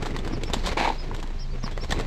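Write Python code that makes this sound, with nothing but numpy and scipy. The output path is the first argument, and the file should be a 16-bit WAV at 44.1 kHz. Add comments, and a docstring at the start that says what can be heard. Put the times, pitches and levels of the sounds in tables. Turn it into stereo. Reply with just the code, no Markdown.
"""Hand truck rolling onto concrete

A loaded folding hand truck is wheeled from rough asphalt onto a concrete path, close to the microphone.
Small wheels rumble and crunch grit (filtered random clicks) over hiss and gusts (filtered noise) and a
deep steady throb, like an engine idling (low sine). Frame and load clack (noise bursts, ringing sines),
sparrows chirp (gliding pairs of sines), and the truck judders as it scrapes over the edge (booming jolts
and uneven grinding)."""
import sys
import numpy as np
from scipy import signal
from scipy.fft import rfft, irfft
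from scipy.io import wavfile
from scipy.ndimage import map_coordinates

SR = 44100
rng = np.random.default_rng(int(sys.argv[2]) if len(sys.argv) > 2 else 0)


def put_to_file(sound):
    """Save the sound as 16-bit audio at rate SR, in the file named by the first command-line argument."""
    columns = np.atleast_2d(sound).T  # one column per channel
    safe = np.clip(columns, -1, 1)
    whole_steps = np.round(safe * 32767)
    wavfile.write(sys.argv[1], SR, whole_steps.astype(np.int16))


N = 91022


def undb(db):
    """Decibels to gain."""
    return 10 ** (np.asarray(db) / 20)


def unit(x):
    """Scale to rms 1."""
    return x / np.sqrt(np.mean(x ** 2))


def curve(table, axis=1):
    """One column of a time table, joined by straight lines."""
    rows = np.array(table)
    return np.interp(np.arange(N) / SR, rows[:, 0], rows[:, axis])


def walk(points_per_s):
    """Smooth random wander with a spread near 1."""
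    points = rng.standard_normal(4096)
    return map_coordinates(points, [np.arange(N) / SR * points_per_s], order=3, mode="mirror")


def colour(x, table, keep_power=True):
    """Causal minimum-phase filter through points of (frequency [Hz], level [dB])."""
    size = 2 ** 17
    rows = np.array(table)
    hz = np.arange(size // 2 + 1) * SR / size + 1  # 1 Hz up, to avoid log(0)
    gain = undb(np.interp(np.log(hz), np.log(rows[:, 0]), rows[:, 1]))
    cepstrum = irfft(np.log(unit(gain) if keep_power else gain))
    # folding the cepstrum makes the filter minimum-phase
    cepstrum[1:size // 2] *= 2
    cepstrum[size // 2 + 1:] = 0
    return irfft(rfft(x, size) * np.exp(rfft(cepstrum)))[..., :N]


# stereo width, side against mid: (frequency [Hz], level [dB])
STEREO_WIDTH = [(30, -6), (70, -1.5), (140, -41), (350, -30.5), (800, -7), (2000, -10), (4000, -6.5),
                (8000, 0), (14000, 1)]


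def spread(mid, side):
    """Left and right: most alike in the upper bass, wider in the lowest bass and the treble."""
    return mid + colour(side, STEREO_WIDTH, False) * np.array([[1], [-1]])


def noise():
    """Stereo noise, white in the mid."""
    return spread(*rng.standard_normal((2, N)))


def grains(per_s, spread_db):
    """Stereo stream of clicks of uneven size, mid at rms 1."""
    hits = rng.random(N) < per_s / SR
    sizes = hits * undb(spread_db * np.minimum(rng.exponential(size=N), 5))
    return spread(*unit(sizes * rng.standard_normal((2, N))))


def pings(times, dbs, hzs, rises, swell):
    """Each push sets one part swinging at its own pitch: it peaks after its rise time and dies away."""
    t, out = np.arange(N) / SR, np.zeros(N)
    for start, db, hz, rise in zip(times, dbs, hzs, np.broadcast_to(rises, len(times))):
        age = t[:N - int(start * SR)]
        envelope = (age / rise * np.exp(1 - age / rise)) ** swell
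        out[-len(age):] += undb(db) * envelope * np.sin(2 * np.pi * hz * age)
    return out


TAIL_S, TAIL_DB = 0.028, -15.5  # tail decay [s] and level against the chatter [dB]
SCATTER_S = 0.0013  # decay of the contact's scattered side signal [s]


def blows(times, dbs, decays, snap):
    """Each blow is a sharp contact, a few milliseconds of chatter and a faint tail."""
    t, power, contact = np.arange(N) / SR, np.zeros(N), np.zeros(N)
    for start, db, decay in zip(times, dbs, decays):
        i = int(start * SR)
        age = t[:N - i]
        tail = undb(TAIL_DB) ** 2 * np.exp(-2 * age / TAIL_S)
        power[i:] += undb(db) ** 2 * (np.exp(-2 * age / decay) + tail)
        contact[i] += snap * undb(db)
    scatter = rng.standard_normal(SR // 100) * np.exp(-t[:SR // 100] / SCATTER_S)
    glancing = signal.fftconvolve(contact, scatter / np.sqrt(np.sum(scatter ** 2)))[:N]
    return np.sqrt(2) * (np.sqrt(power) * noise() + spread(contact, glancing))


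def ring(x, table, level_db):
    """A metal part rings on after a push, each mode a decaying sine."""
    t = np.arange(SR // 4) / SR
    modes = sum(undb(db) * np.sin(2 * np.pi * hz * t) * np.exp(-np.log(1000) * t / t60)
                for hz, db, t60 in table)
    response = modes[None] / np.sqrt(np.sum(modes ** 2))
    return undb(level_db) * signal.fftconvolve(x, response, axes=1)[:, :N]


# rolling: (time [s], rumble level [dB], crunch level [dB], grit hiss level [dB])
ROLLING_LEVELS = [(0, -31, -39, -68), (.14, -34, -43.5, -70), (.33, -32.5, -43.5, -70),
                  (.46, -34.5, -40.5, -76), (.58, -38, -41.5, -47), (.69, -35, -31.5, -39),
                  (.76, -40, -41.5, -60), (.92, -40, -44.5, -48.5), (1.02, -41, -41.5, -52),
                  (1.12, -38.5, -50, -64), (1.27, -39.5, -44, -75), (1.38, -45.5, -50, -62),
                  (1.48, -51, -54, -56), (1.54, -37, -46, -69), (1.61, -55, -51.5, -63),
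                  (1.67, -43, -41, -57), (1.75, -41.5, -50, -62), (1.88, -44, -45.5, -51),
                  (1.95, -30.5, -41, -56), (2.06, -38.5, -41.5, -64)]
# low rumble of the wheels: (frequency [Hz], relative level [dB])
RUMBLE_SPECTRUM = [(32, -21.5), (72, 3), (132, -4.5), (205, -7), (410, -4.5), (610, -22), (1250, -27.5),
                   (15500, -99)]
# crunch under the wheels: (frequency [Hz], relative level [dB])
CRUNCH_SPECTRUM = [(210, -7.5), (560, 1.5), (890, -0.5), (1360, -7.5), (2220, -4), (3120, -10.5),
                   (6100, -21.5), (15500, -49)]
# bright hiss of the grit: (frequency [Hz], relative level [dB])
GRIT_SPECTRUM = [(820, -32), (2450, -45), (3050, -8), (4150, 2), (5550, -11.5), (7550, -15), (9600, -33),
                 (13100, -28), (15800, -46)]
GRAINS_PER_S, GRAIN_SPREAD_DB, RUMBLE_SPREAD_DB = 4500, 2, 0.6
BUMP_RATE, BUMP_DB = 68, 3  # random points per second, spread [dB]


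def wheels():
    """Dense grains of grit under the wheels, swelling on each small bump; the load smooths the rumble."""
    bumps = unit(undb(BUMP_DB * walk(BUMP_RATE)))
    layers = ((RUMBLE_SPECTRUM, RUMBLE_SPREAD_DB), (CRUNCH_SPECTRUM, GRAIN_SPREAD_DB),
              (GRIT_SPECTRUM, GRAIN_SPREAD_DB))
    out = 0
    for column, (spectrum, spread_db) in enumerate(layers, start=1):
        level = undb(curve(ROLLING_LEVELS, axis=column))
        out = out + colour(grains(GRAINS_PER_S, spread_db) * bumps * level, spectrum)
    return out


THROB_HZ, THROB_DB = 26.2, -29  # centre of its slight wander
THROB_SIDE_DB = -21  # side against mid
DRONE_HZ, DRONE_DB = 124, -47.5  # centre of its wandering pitch and level


def engine_throb():
    """A deep, nearly steady sine throbs under a drone that wavers in pitch and level."""
    phase = 2 * np.pi * np.cumsum(THROB_HZ * (1 + 0.0027 * walk(2.52))) / SR
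    throb_gain = np.sqrt(2) * undb(THROB_DB + 0.3 * walk(5.8))
    side = undb(THROB_SIDE_DB) * np.cos(phase) * np.array([[1], [-1]])
    drone_gain = np.sqrt(2) * undb(DRONE_DB + 5.0 * walk(7.73))
    drone_phase = 2 * np.pi * np.cumsum(DRONE_HZ * (1 + 0.0606 * walk(24.04))) / SR
    return throb_gain * (np.sin(phase) + side) + drone_gain * np.sin(drone_phase)


# air buffeting the microphone: (time [s], level [dB])
GUST_LEVELS = [(0, -48), (.37, -42), (.49, -31), (.58, -33.5), (.69, -27.5), (.79, -45), (1.19, -41),
               (1.3, -41.5), (1.5, -36.5), (1.76, -41.5), (1.88, -34.5), (1.98, -32), (2.06, -48)]
# low rush of that air: (frequency [Hz], relative level [dB])
AIR_SPECTRUM = [(13, -8.5), (31, 1), (66, 4.5), (102, -13.5), (205, -10), (1050, -96), (15500, -100)]


def gusts():
    """Air buffets the microphone: bass-heavy noise that swells and sinks."""
    return colour(noise(), AIR_SPECTRUM) * undb(curve(GUST_LEVELS))


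# distant outdoor hiss: (frequency [Hz], relative level [dB])
OUTDOORS_SPECTRUM = [(62, 7.5), (205, -3), (510, -8.5), (1020, -3), (2050, -12), (5100, -14), (7600, -22),
                     (10100, -37), (15800, -36)]
OUTDOORS_DB = -51


def outdoors():
    """Distant hiss, a steady bed of filtered noise."""
    return colour(noise(), OUTDOORS_SPECTRUM) * undb(OUTDOORS_DB)


# clacks of frame and load: (time [s], thud level [dB], thud pitch [Hz], knock level before trim [dB],
# tick level before trim [dB], knock and tick decay [ms], ping level [dB], ping pitch [Hz])
CLACK_HITS = [(.024, -29, 178, -36, -40.5, 15, -41, 900), (.0508, -36, 242, -34, -48, 8.2, -32, 1740),
              (.058, -37, 430, -32.5, -38, 15, -34, 846), (.0677, -26, 465, -36, -44.5, 5.8, -34, 850),
              (.1067, -30, 392, -51, -45, 2.6, -34, 1940), (.1641, -32, 340, -30.5, -33, 3.9, -28, 1930),
              (.1883, -26, 195, -46, -39, 4.7, -34, 3480), (.2479, -25.5, 372, -35.5, -42.5, 6, -48, 1410),
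              (.2622, -27, 221, -38, -49, 4.4, -41, 1090), (.2754, -23.5, 305, -34.5, -40, 7.4, -41, 1520),
              (.311, -23, 260, -60, -67, 2.9, -50, 900), (.4351, -24.5, 437, -43, -31.5, 4, -28.5, 2250),
              (.4996, -23.5, 204, -34, -43.5, 9.5, -33, 990),
              (.5346, -18, 410, -32.5, -24.5, 8, -22.5, 3770), (.5415, -30, 414, -25.5, -28, 2, -23, 860),
              (.566, -20, 223, -38, -62, 8.3, -29, 995), (.6607, -48, 212, -37, -31, 12, -33, 1420),
              (.6665, -40, 300, -45, -31, 6.2, -39, 3430), (.6719, -38, 484, -32.5, -34, 8.3, -22.5, 1040),
              (.6834, -27, 382, -43, -36, 4.9, -28, 910), (.716, -37, 274, -36, -54, 4, -31, 1970),
              (1.1134, -31.5, 184, -40, -66, 9.2, -26.5, 936), (1.1469, -36, 274, -36, -38.5, 5, -32, 1070),
              (1.1648, -36, 215, -48, -37, 1.7, -42, 945), (1.2002, -45, 236, -44, -44, 5, -39, 2640),
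              (1.2278, -49, 190, -38.5, -40.5, 7.1, -32.5, 1010),
              (1.241, -29, 256, -48, -58, 3.6, -34, 880), (1.2748, -52, 343, -56, -44.5, 2.2, -54, 4290),
              (1.3041, -35, 247, -43, -53, 8, -36, 925), (1.6392, -21.5, 210, -35.5, -46, 2.7, -28, 1130),
              (1.6779, -35, 382, -28.5, -60, 1.3, -29, 1060), (1.712, -35, 177, -46, -47, 15, -39, 1685),
              (1.7768, -23, 560, -29.5, -40, 1.7, -31.5, 1950),
              (1.8453, -38, 172, -41.5, -43, 8.2, -37, 1110), (1.9075, -37, 520, -33, -30, 7.8, -35, 1840),
              (1.9115, -31, 656, -37, -42, 3.4, -25, 1910),
              (1.9222, -21.5, 173, -21.5, -26, 5.1, -21.5, 1900),
              (1.9905, -25, 479, -32.5, -38, 4.6, -33, 2150), (1.9984, -23, 447, -29.5, -38, 8.2, -39, 860),
              (2.0093, -29, 337, -43, -36, 2.5, -35, 1400)]
# knock of the frame: (frequency [Hz], relative level [dB])
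KNOCK_SPECTRUM = [(150, -33), (450, 9), (850, 4), (1300, 0.5), (2000, 0), (2800, -13.5), (5000, -20),
                  (16000, -57)]
# tick of loose joints: (frequency [Hz], relative level [dB])
TICK_SPECTRUM = [(500, -9), (2000, -5.5), (3600, 5.5), (5000, -3), (6300, -6.5), (7700, -4), (9500, -20.5),
                 (13000, -21), (16000, -44)]
# ringing of the tubes, also rung by the scrape: (frequency [Hz], relative level [dB], t60 [s])
TUBE_MODES = [(764, -11, 0.12), (1084, 5.5, 0.12), (1335, -7, 0.15), (1743, 13.5, 0.015), (2040, -7, 0.21),
              (2294, -17, 0.26), (2980, -2.5, 0.12), (3970, -4, 0.27)]
FRAME_DB = -12  # tube ringing against what drives it
KNOCK_TRIM_DB, TICK_TRIM_DB = -1.5, -0.5
CLACK_SNAP = 3  # first contact against the chatter after it
THUD_RISE_CYCLES, THUD_SWELL = 0.32, 0.46
PING_RISE_S, PING_SWELL = 0.0004, 0.15


def clacks():
    """The load thuds, the struck part pings, the frame knocks and rings, loose joints tick."""
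    times, thud, thud_hz, knock, tick, decay_ms, ping, ping_hz = np.array(CLACK_HITS).T
    decays = decay_ms / 1000
    thuds = pings(times, thud, thud_hz, THUD_RISE_CYCLES / thud_hz, THUD_SWELL)
    struck = pings(times, ping, ping_hz, PING_RISE_S, PING_SWELL)
    knocks = blows(times, knock + KNOCK_TRIM_DB, decays, CLACK_SNAP)
    frame = colour(knocks, KNOCK_SPECTRUM) + ring(knocks, TUBE_MODES, FRAME_DB)
    ticks = colour(blows(times, tick + TICK_TRIM_DB, decays, CLACK_SNAP), TICK_SPECTRUM)
    return thuds + struck + frame + ticks


LOWER_VOICE = .91  # second voice's pitch against the first
CHIRP_WAVER = .007  # spread of the pitch flutter, as a fraction


def whistle(hz, gain, lower_db):
    """A sparrow's two voices, the second a little below the first."""
    phase = 2 * np.pi * np.cumsum(hz * (1 + CHIRP_WAVER * walk(360))) / SR
    voices = np.sin(phase) + undb(lower_db) * np.sin(LOWER_VOICE * phase)
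    return np.sqrt(2) * gain * voices


# falling chirps: (time [s], level [dB])
FALLING_CHIRPS = [(0.321, -47), (1.628, -41)]
# their shared shape: (time from the start [s], pitch [Hz], relative level [dB])
FALLING_SHAPE = [(0, 5200, -18), (.008, 5850, -4), (.02, 5550, 0), (.034, 5000, -5), (.051, 4120, -22)]
# arched and rising chirps: (time [s], length [s], start pitch [Hz], mid-chirp pitch [Hz],
# end pitch [Hz], level [dB], lower voice against upper [dB])
BENT_CHIRPS = [(.452, .048, 4700, 5450, 4750, -47, -12), (.976, .052, 4600, 5120, 4850, -44.5, -14),
               (1.381, .07, 3700, 5600, 4000, -46, -6), (1.39, .09, 3100, 3170, 3100, -60, -25),
               (1.497, .055, 3600, 4650, 4500, -53, -16), (1.596, .026, 5700, 6300, 6900, -58, -22),
               (1.801, .049, 3650, 5500, 5400, -43, -22), (1.704, .074, 2850, 3350, 3800, -54, -22)]
BEND_POWER = 2.6  # higher holds the mid-chirp pitch longer
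BIRD_ECHO_DB, BIRD_ECHO_S = -11, .022


def sparrows():
    """Arched, rising and falling chirps, echoed by the surroundings as decaying noise."""
    t = np.arange(N) / SR
    age, fall_hz, fall_db = np.array(FALLING_SHAPE).T
    song = np.zeros(N)
    for start, db in FALLING_CHIRPS:
        hz = np.interp(t - start, age, fall_hz)
        gain = np.interp(t - start, age, undb(db + fall_db), left=0, right=0)
        song += whistle(hz, gain, -0.62)
    for start, length, first_hz, mid_hz, last_hz, db, lower_db in BENT_CHIRPS:
        u = np.clip(2 * (t - start) / length - 1, -1, 1)  # -1 at the start, 0 mid-chirp, 1 at the end
        hz = mid_hz + (np.where(u < 0, first_hz, last_hz) - mid_hz) * np.abs(u) ** BEND_POWER
        song += whistle(hz, undb(db) * (1 - u ** 2), lower_db)
    echo = rng.standard_normal((2, SR // 2)) * np.exp(-t[:SR // 2] / BIRD_ECHO_S)
    echo = echo / np.sqrt(np.sum(echo[0] ** 2))
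    return song + undb(BIRD_ECHO_DB) * signal.fftconvolve(song[None], echo, axes=1)[:, :N]


# jolts over the edge: (time [s], boom level [dB], boom pitch [Hz], rasp level [dB])
JOLTS = [(0.7686, -20, 326, -40), (0.7719, -16.5, 893, -27), (.7785, -22, 970, -30),
         (0.7901, -28, 900, -31), (0.8099, -18, 800, -26), (0.8213, -17, 860, -29.5), (.833, -21, 810, -43),
         (.8485, -18, 900, -31.5), (0.8527, -16, 890, -32.5), (0.858, -21, 1140, -43),
         (0.8745, -14, 900, -35), (.883, -19, 860, -39), (.9, -14, 840, -38), (0.922, -31, 965, -39.5)]
# grinding between the jolts: (time [s], level [dB])
GRIND_LEVELS = [(.766, -70), (.774, -25), (.796, -27), (.804, -25), (.814, -36.5), (.84, -28),
                (.853, -29.5), (.881, -30.5), (.906, -33), (.935, -60)]
# boom of the jolts: (frequency [Hz], relative level [dB])
BOOM_SPECTRUM = [(110, -8), (250, -1), (345, 2), (580, -10.5), (715, -8.5), (885, 5), (1040, -2),
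                 (1290, -21), (3000, -41), (15000, -81)]
# rasp of the edge: (frequency [Hz], relative level [dB])
RASP_SPECTRUM = [(200, 1.5), (800, 9.5), (1400, -1), (2200, 9.5), (3000, -1), (3900, 0.5), (5200, -10.5),
                 (7500, -16), (9500, -26.5), (14000, -39), (16000, -46)]
# ringing of the base plate: (frequency [Hz], relative level [dB], t60 [s])
PLATE_MODES = [(486, 12.5, 0.12), (747, 10, 0.16), (826, -19, 0.063), (880, -16, 0.052), (960, -16, 0.071),
               (1062, 0, 0.057)]
PLATE_DB = -8  # plate ringing against the noisy jolts
JOLT_DECAY_S, RASP_SNAP = 0.0079, 2.4
BOOM_SNAP, BOOM_NOISE_DB = 1.2, -12.5  # noisy jolts against the boom column [dB]
JOLT_RISE_S, JOLT_SWELL = 0.0024, 3.2
GRIND_GRAINS_PER_S, GRIND_SPREAD_DB = 3200, 2
JUDDER_RATE, JUDDER_DB = 222, 2  # random points per second, spread [dB]


def scrape():
    """Stick-slip jolts boom in the base plate while it grinds and judders on the concrete."""
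    times, boom, boom_hz, rasp = np.array(JOLTS).T
    decays = np.full(len(times), JOLT_DECAY_S)
    grit = grains(GRIND_GRAINS_PER_S, GRIND_SPREAD_DB)
    judder = unit(undb(JUDDER_DB * walk(JUDDER_RATE)))
    grinding = grit * judder * undb(curve(GRIND_LEVELS))
    rasping = grinding + blows(times, rasp, decays, RASP_SNAP)
    jolts = blows(times, boom + BOOM_NOISE_DB, decays, BOOM_SNAP)
    booms = pings(times, boom, boom_hz, JOLT_RISE_S, JOLT_SWELL)
    plate = booms + colour(jolts, BOOM_SPECTRUM) + ring(jolts, PLATE_MODES, PLATE_DB)
    return plate + colour(rasping, RASP_SPECTRUM) + ring(rasping, TUBE_MODES, FRAME_DB)


# phase lag of the truck on the left: (frequency [Hz], lag [rad])
LEFT_LAG = [(0, 0.036), (1000, 0.52), (2500, 1), (6000, 0.52), (22050, 0.16)]
LEFT_DB = 1.78  # truck on the left against the right


def scene():
    """The truck reaches the left microphone slightly later and louder; birds and background join it."""
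    left, right = clacks() + scrape() + wheels()
    lag = np.interp(np.arange(N // 2 + 1) * SR / N, *np.array(LEFT_LAG).T)
    left = irfft(rfft(left) * np.exp(-1j * lag), N)
    truck = np.array([left * undb(LEFT_DB / 2), right * undb(-LEFT_DB / 2)])
    return truck + sparrows() + engine_throb() + gusts() + outdoors()


TOP_HZ = 15600


def record(dry):
    """The recorder cuts the top with a steep low-pass."""
    return signal.sosfilt(signal.ellip(8, .2, 70, TOP_HZ, fs=SR, output="sos"), dry)


dry = scene()
out = record(dry)
put_to_file(out)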